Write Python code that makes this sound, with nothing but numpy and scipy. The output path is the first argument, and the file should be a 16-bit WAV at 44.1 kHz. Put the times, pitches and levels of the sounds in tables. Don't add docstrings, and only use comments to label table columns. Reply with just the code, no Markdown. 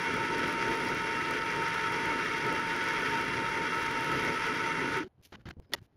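import sys
import numpy as np
from scipy import signal
from scipy.fft import rfft, irfft, next_fast_len
from scipy.io import wavfile
from scipy.ndimage import uniform_filter1d, map_coordinates

SR = 44100
rng = np.random.default_rng(int(sys.argv[2]) if len(sys.argv) > 2 else 0)


def voltage_ratio(level):
    return 10 ** (np.asarray(level, float) / 20)


def transcribe(u):
    v = np.clip(np.atleast_2d(u).T, -1, 1)
    q = np.round(v * 32767).astype(np.int16)
    wavfile.write(sys.argv[1], SR, q)


N = 262836

# freq_hz, density_db (per Hz)
RUSH_COLOUR = [(500, -62), (730, -23), (1100, -18.5), (1400, -7), (1600, -13.5), (2000, -9), (2600, -19.5),
               (4040, -28), (5660, -30), (7400, -41.5), (8350, -54), (9600, -41.5), (14300, -56.5),
               (15500, -74)]
# freq_hz, density_db (per Hz)
BENCH_COLOUR = [(12, -55.5), (32, -11.5), (45, -7), (65, -12), (90, -5), (156, 0), (220, -7), (290, -43.5),
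                (480, -120)]
# freq_hz, density_db (per Hz)
HOUSING_COLOUR = [(120, -23), (200, -25), (248, -2), (361, -0.5), (393, -3), (433, 0.5), (471, -4),
                  (720, -18), (940, -54), (1580, -120)]
# centre_hz, width_hz, level_db
CASTING_MODES = [(984, 83, -14), (1262, 34, -9), (1307.4, 36.4, -0.5), (1428, 27, -17.5), (1474.3, 43, -3),
                 (1684, 40, -9), (1781, 23, -5), (2024, 150, -14), (2190, 37, -4.5), (2337, 100, -11.5),
                 (2535, 31, -17), (3100, 47, -15.5), (3296, 127, -16), (3730, 37, -20), (4797, 330, -26),
                 (5516, 250, -24.5), (6090, 140, -26)]
# time_s, pitch_hz, level_db (rms)
BRAKE_HUM = [
    (4.955, 418.4, -73),
    (4.975, 387, -31),
    (5.0, 373, -42),
    (5.008, 311, -33),
    (5.032, 310, -45),
    (5.04, 380, -49.5),
    (5.07, 368, -45),
    (5.082, 362, -75),
]
# time_s, pitch_hz, level_db (rms)
STEEL_RING = [
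    (5.624, 5100, -95),
    (5.635, 5080, -82),
    (5.665, 5060, -89),
    (5.7, 5050, -90),
]
# time_s, pitch_hz, level_db (rms)
PALM_PUSH = [
    (5.575, 120, -70),
    (5.587, 106, -52),
    (5.594, 97, -41),
    (5.599, 90, -38),
    (5.6, 90, -84),
]
# pitch_hz, level_db (rms), slip_rad (phase
STEADY_TONES = [(2744, -48.5, 1.8), (1312, -48, 1.6), (171, -54, 1.0), (251, -54, 1.5), (440, -52.5, 1.6)]
# pitch_hz, level_db (rms), slip_rad
DRIVE_WHINE = [(7698, -74, 1.4), (8027, -88, 1.2), (8613, -88, .8), (8780, -77, .35), (8952, -75.5, .6),
               (9120, -76, .8), (9265, -73.5, 1.0), (9288, -78, .8), (9437, -77, .9), (9528, -73.5, 1.1),
               (9690, -69, 1.5), (10026, -68, 1.5)]
# pitch_hz, level_db (rms), slip_rad
IDLE_WHINE = [(10026, -110, .3)]
# start_s, thud_db, thud_hz, rub_db
HANDLING = [(5.035, -44, 287, -56), (5.047, -55, 325, -63.5), (5.08, -76, 66, -91), (5.18, -60.5, 104, -84),
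            (5.215, -76, 300, -80), (5.251, -66, 199, -74), (5.275, -76, 92, -85),
            (5.322, -51.5, 263, -50.5), (5.359, -58, 197, -75), (5.395, -57, 109, -68),
            (5.419, -63, 128, -82), (5.443, -82, 203, -89), (5.455, -44, 125, -51), (5.491, -51, 121, -58),
            (5.506, -49, 218, -44.5), (5.514, -56, 112, -77), (5.539, -78, 234, -89),
            (5.567, -48.5, 111, -84), (5.601, -62, 179, -90), (5.623, -62, 87, -75), (5.66, -68, 180, -87),
            (5.697, -60, 401, -75), (5.721, -47, 352, -48), (5.75, -52, 209, -99), (5.76, -57, 144, -60.5),
            (5.794, -55, 51, -78), (5.817, -50, 104, -76), (5.828, -66, 147, -73.5),
            (5.865, -75.5, 260, -86), (5.925, -66, 120, -82.5)]
# freq_hz, density_db (per Hz)
DEEP_COLOUR = [(25, -27), (55, -4), (100, 2), (160, -8), (300, -30.5), (900, -56)]
# freq_hz, density_db (per Hz)
HOLLOW_COLOUR = [(90, -25), (200, 0.5), (370, -1), (650, -14.5), (1200, -26)]
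# freq_hz, density_db (per Hz)
RUB_COLOUR = [(400, -24), (700, -2.5), (1150, -6), (1450, 1), (1750, -2.5), (2000, -4), (2650, -10),
              (3080, -5.5), (3400, -13), (4100, -11.5), (7000, -25), (8400, -49), (9500, -73.5)]
# freq_hz, density_db (per Hz)
HISS_COLOUR = [(1200, -26), (2500, -6.5), (6500, -11.5), (8400, -28), (9600, -12), (14500, -16),
               (15500, -43)]
# start_s, peak_db, cut_s (the editor cuts it off)
POST_KNOCK = (5.7352, -16.5, 5.7517)
# pitch_hz, level_db, t60_s
POST_MODES = [(381, -14.5, .2), (564, -14.5, 0.12), (924, -13, 0.093), (1294, -19, .1), (1920, 0.5, 0.029),
              (2820, -10, 0.04), (3470, 6.5, 0.015), (4400, -2.5, 0.018), (4500, -8.5, .04),
              (5330, -2, 0.02), (6850, -19, 0.063), (10300, -11.5, 0.031), (12140, -20.5, .02)]
# freq_hz, density_db (per Hz)
AIR_COLOUR = [(40, -12), (90, 0), (200, -14), (400, -13), (700, -14.5), (2000, -30), (6000, -53.5)]
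# time_s, level_db
CUT_DEPTH = [(0, -67), (0.44, -69.5), (0.5, -56), (0.57, -74), (0.72, -62), (0.76, -65), (1.0, -66.5),
             (1.96, -66), (2.33, -66), (2.5, -68), (3.11, -62.5), (3.35, -67), (3.71, -66.5), (3.86, -60),
             (3.9, -77), (3.97, -63), (4.2, -61.5), (4.5, -66.5)]
# time_s, half_length_s, change_db
HAND_LEANS = [(0.05, 0.019, -9), (0.17, .07, 5.5), (0.28, 0.012, -16.5), (0.36, 0.18, 4.5),
              (0.7, 0.063, 6.5), (0.755, .025, -7), (0.9, 0.081, 5.5), (2.1, 0.058, 3), (2.46, 0.02, 6),
              (3.17, 0.13, 3), (3.33, .06, 2.5), (3.71, 0.069, -3.5), (4.15, 0.087, 8.5), (4.28, 0.027, 8),
              (4.86, 0.13, 2.5)]
# time_s, change_db
MESH_BEATS = [(0.0, -4), (0.08, -1), (0.15, -2), (0.23, 6), (0.29, -9.5), (0.33, 4), (0.87, -1),
              (0.92, 0.5), (0.98, -11), (1.19, -3), (1.25, -2), (1.35, -6), (0.7, 3), (1.71, -2),
              (2.05, 0.5), (2.1, 6), (2.29, -20), (3.04, -10), (3.14, 6), (3.26, -7), (3.69, -11),
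              (4.17, -8), (4.3, 1), (4.37, -11), (4.53, -10), (4.62, -3), (4.67, 3), (4.81, -7), (4.86, -1),
              (4.9, -5)]
# time_s, peak_db
RUNNING_JOINS = [(0.1419, -46), (0.166, -48), (0.3828, -45), (0.4791, -47), (0.5273, -47), (0.7556, -46),
                 (0.852, -48), (0.8885, -47), (0.9483, -46), (1.3105, -42), (1.6834, -47), (1.744, -46),
                 (1.9242, -46), (2.0572, -45), (2.3814, -48), (2.4666, -47), (2.5273, -45), (2.7644, -46),
                 (2.8404, -48), (2.8885, -47), (3.2142, -47), (3.8279, -47), (3.8644, -48), (3.9126, -46),
                 (4.009, -47), (4.0456, -45), (4.1178, -48), (4.2499, -45), (4.4675, -48), (4.9724, -47)]
# time_s, peak_db
HANDLING_JOINS = [(4.9858, -50), (5.0331, -69), (5.0456, -70), (5.0812, -82), (5.2142, -83), (5.3221, -76),
                  (5.4184, -82), (5.4907, -60), (5.5032, -64), (5.5387, -85), (5.5872, -90), (5.5995, -69),
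                  (5.6237, -83), (5.6959, -84), (5.72, -68), (5.7797, -76), (5.7921, -82), (5.8163, -78),
                  (5.8279, -76)]
# start_s, end_s, level_db
SLEEVE_BRUSHES = [
    (5.226, 5.246, -69),
    (5.233, 5.24, -65),
    (5.249, 5.263, -66),
    (5.243, 5.276, -70),
    (5.272, 5.273, -65),
    (5.277, 5.32, -80),
    (5.828, 5.865, -80),
]
# freq_hz, density_db (per Hz)
SPRAY_COLOUR = [(9000, -27), (10500, 2.0), (12500, -7.5), (14300, -18), (15300, -47)]

BENCH_DB, HOUSING_DB, GEAR_DB, MESH_DB = -48.5, -40.5, -33.66, -39.5
HOUSING_SHARE, GEAR_SHARE = 0.46, 0.12
STOP_S, MACHINE_END_S, SPIN_DOWN_DB_PER_S = 4.97, 5.035, 168
LOW_SHARE, EDGE_SHARE = 0.71, 1.6
PAIR_S, LONG_AT_S, SHORT_AT_S = 0.024096, 0.009, 0.02127
CUT_SHARE, STEP_DB, STEP_TOP_DB = 0.5, -56, -50.5
HISS_DB, HISS_GROWS = -87, 0.58


def unit(x):
    return x / np.sqrt(np.mean(x ** 2) + 1e-20)


def along(points, hz):
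    f, v = np.transpose(points)
    return np.interp(np.log(hz + 1), np.log(f + 1), v, left=-120, right=-120)


def wobble(rate_hz):
    return map_coordinates(rng.standard_normal(int(N * rate_hz / SR) + 4), [np.arange(N) * rate_hz / SR])


def coloured(x, gain):
    m = next_fast_len(N + 8192)
    return unit(irfft(rfft(x, m) * gain(np.fft.rfftfreq(m, 1 / SR)), m)[:N])


def noise(colour):
    return coloured(rng.standard_normal(N), lambda hz: voltage_ratio(along(colour, hz)))


def even(x):
    return unit(x / np.sqrt(np.abs(uniform_filter1d(x ** 2, size=1400)) + 0.36))


def bumps(rows):
    t = np.arange(N) / SR
    return sum(db * np.exp(-((t - s) / half) ** 2) for s, half, db in rows)


def glide(rows):
    s, hz, db = np.transpose(rows)
    t = np.arange(N) / SR
    phase = 2 * np.pi * np.cumsum(np.interp(t, s, hz)) / SR
    return np.sqrt(2) * voltage_ratio(np.interp(t, s, db, left=-150, right=-150)) * np.sin(phase)


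def tones(lines, sway_db, rows):
    hz, db, slip = np.transpose(lines)[:, :, None]
    t = np.arange(N) / SR
    slips = rng.standard_normal((len(rows) + 1, len(lines))).T
    turned = np.exp(1j * slip * np.cumsum(slips, axis=1))
    piece = np.searchsorted(np.sort(rows[:, 0]), t)
    faded = uniform_filter1d(turned[:, piece], size=400, axis=1)
    sway = voltage_ratio(db + sway_db * np.array([wobble(20) for _ in lines]))
    waves = np.abs(faded) * np.cos(2 * np.pi * hz * t + np.angle(faded))
    return np.sqrt(2) * np.sum(sway * waves, axis=0)


def shop_air():
    return voltage_ratio(-74.5) * noise(AIR_COLOUR)


def editor_cuts():
    listed = np.array(RUNNING_JOINS + HANDLING_JOINS)
    s = (np.arange(0, 4.94, PAIR_S)[:, None] + [LONG_AT_S, SHORT_AT_S]).ravel()
    pick, step = rng.random(len(s)), np.abs(rng.standard_normal(len(s)))
    free = np.abs(s[:, None] - listed[:, 0]).min(axis=1) > 0.003
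    db = np.minimum(STEP_DB + 20 * np.log10(step + 0.3), STEP_TOP_DB)
    return np.vstack([np.c_[s, db][free & (pick < CUT_SHARE)], listed])


def join_ticks(rows):
    s, db = np.transpose(rows)
    steps = np.zeros(N)
    steps[(s * SR).astype(int)] = voltage_ratio(db + 24) * np.sign(rng.standard_normal(len(s)))
    t = np.arange(-800, 801) / SR
    lean = 0.3 * np.exp(-np.abs(t) / 0.00015) + 0.1 * np.exp(-np.abs(t) / 0.0008)
    busy = np.sign(t + 1e-9) * lean
    settle = (t >= 0) * np.exp(-np.abs(t) / 0.0014)
    running = np.arange(N) < MACHINE_END_S * SR
    ticks = signal.fftconvolve(steps * running, busy, "same")
    return ticks + signal.fftconvolve(steps * ~running, settle, "same")


def held_level(db, size):
    which = np.searchsorted(np.transpose(HANDLING)[0], np.arange(N) / SR) - 1
    return uniform_filter1d(voltage_ratio(db)[which] * (which >= 0), size)


def thuds():
    _, thud_db, thud_hz, _ = np.transpose(HANDLING)
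    hollow = np.clip(np.log(thud_hz / 95) / np.log(3.4), 0.03, 0.99)
    deep = held_level(thud_db + 10 * np.log10(1 - hollow), 120) * even(noise(DEEP_COLOUR))
    return deep + held_level(thud_db + 10 * np.log10(hollow), 120) * even(noise(HOLLOW_COLOUR))


def slide_rubs():
    rub_db = np.transpose(HANDLING)[3]
    t = np.arange(N) / SR
    grit = voltage_ratio(3 * wobble(400))
    rub = held_level(rub_db, 20) * unit(grit * noise(RUB_COLOUR))
    brush = sum(voltage_ratio(db) * (t > start) * (t < end) for start, end, db in SLEEVE_BRUSHES)
    hiss = held_level(HISS_DB + HISS_GROWS * (rub_db + 70.5), 20) + brush * voltage_ratio(2.5 * wobble(90))
    return rub + hiss * noise(HISS_COLOUR)


def handling():
    return thuds() + slide_rubs() + glide(PALM_PUSH) + wobble(500) * glide(STEEL_RING)


def knock():
    start, db, cut = POST_KNOCK
    t = np.clip(np.arange(N) / SR - start, 0, None)
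    ring = sum(voltage_ratio(level - 60 * t / t60) * np.sin(2 * np.pi * hz * t) for hz, level, t60 in POST_MODES)
    chatter = 0.53 * voltage_ratio(-60 * t / 0.032) * noise(HISS_COLOUR)
    chatter = chatter + 0.32 * voltage_ratio(-60 * t / 0.1) * noise(RUB_COLOUR)
    onset, cutoff = 1 - np.exp(-t / 0.0006), np.clip((cut - start - t) / 0.001, 0, 1)
    return voltage_ratio(db - 6) * (ring + chatter) * onset * cutoff


def bench_and_housing():
    lean_db = bumps(HAND_LEANS)
    bench = voltage_ratio(BENCH_DB + lean_db + 0.88 * wobble(9)) * noise(BENCH_COLOUR)
    housing_db = HOUSING_DB + HOUSING_SHARE * lean_db + 1.75 * wobble(12)
    return bench + voltage_ratio(housing_db) * even(noise(HOUSING_COLOUR))


def cutter(level_db):
    bites = rng.standard_normal(N) * voltage_ratio(5.1 * wobble(120))
    chirp = coloured(bites, lambda f: 1 / (1 + ((f - 10700) / 130) ** 2))
    heavy = voltage_ratio(2.2 * (uniform_filter1d(level_db, size=5000) + 62) - 63)
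    return voltage_ratio(level_db - 4) * chirp + heavy * noise(SPRAY_COLOUR)


def mesh_and_whine(rows):
    held = tones(STEADY_TONES, 1.6, rows) + tones(DRIVE_WHINE, 1.0, rows)
    beat_db = bumps([(s, 0.02, db) for s, db in MESH_BEATS])
    dips_db = 5 * np.clip(wobble(34) - 0.3, 0, 3)
    return held + voltage_ratio(MESH_DB - dips_db + beat_db) * tones([(915, 1.0, 1.9)], 1.0, rows)


def gears():
    turn = 0.75 * wobble(32)
    contacts = rng.standard_normal(N) * voltage_ratio(3.2 * wobble(400) + turn)
    rattle = rng.standard_normal(N) * voltage_ratio(1.4 * wobble(300) + turn)

    def ring(f):
        return sum(voltage_ratio(db) * (1j * f * w / (c * c - f * f + 1j * f * w)) ** 2 for c, w, db in CASTING_MODES)

    def rush(f):
        notch_db = -14 * np.exp(-((f - 8330) / 240) ** 2)
        return voltage_ratio(along(RUSH_COLOUR, f) + notch_db)

    return voltage_ratio(-2.5) * coloured(rattle, rush) + voltage_ratio(-3.5) * coloured(contacts, ring)


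def lathe(rows):
    t = np.arange(N) / SR
    cut_db = np.interp(t, *np.transpose(CUT_DEPTH))
    fall_db = SPIN_DOWN_DB_PER_S * np.clip(t - STOP_S, 0, 1)
    gear_db = GEAR_DB + GEAR_SHARE * (cut_db - cut_db.mean()) - fall_db
    running = voltage_ratio(-LOW_SHARE * fall_db) * bench_and_housing()
    running = running + voltage_ratio(gear_db) * gears()
    running = running + voltage_ratio(np.minimum(5 - 2.2 * fall_db, 0)) * mesh_and_whine(rows)
    running = running + cutter(cut_db - EDGE_SHARE * fall_db)
    return running * (t < MACHINE_END_S) + tones(IDLE_WHINE, 3, rows) + glide(BRAKE_HUM)


def scene():
    rows = editor_cuts()
    return (shop_air() + join_ticks(rows) + handling() + knock() + lathe(rows))[None]


def top_cut(x):
    return signal.sosfilt(signal.butter(12, 16610, fs=SR, output="sos"), x)


def record(dry):
    m = next_fast_len(N + SR)
    edge = np.clip((15870 - np.fft.rfftfreq(m, 1 / SR)) / 120, 0, 1)
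    mix = irfft(rfft(dry, m) * edge, m)[:, :N]
    return top_cut(mix)


dry = scene()
out = record(dry)
transcribe(out)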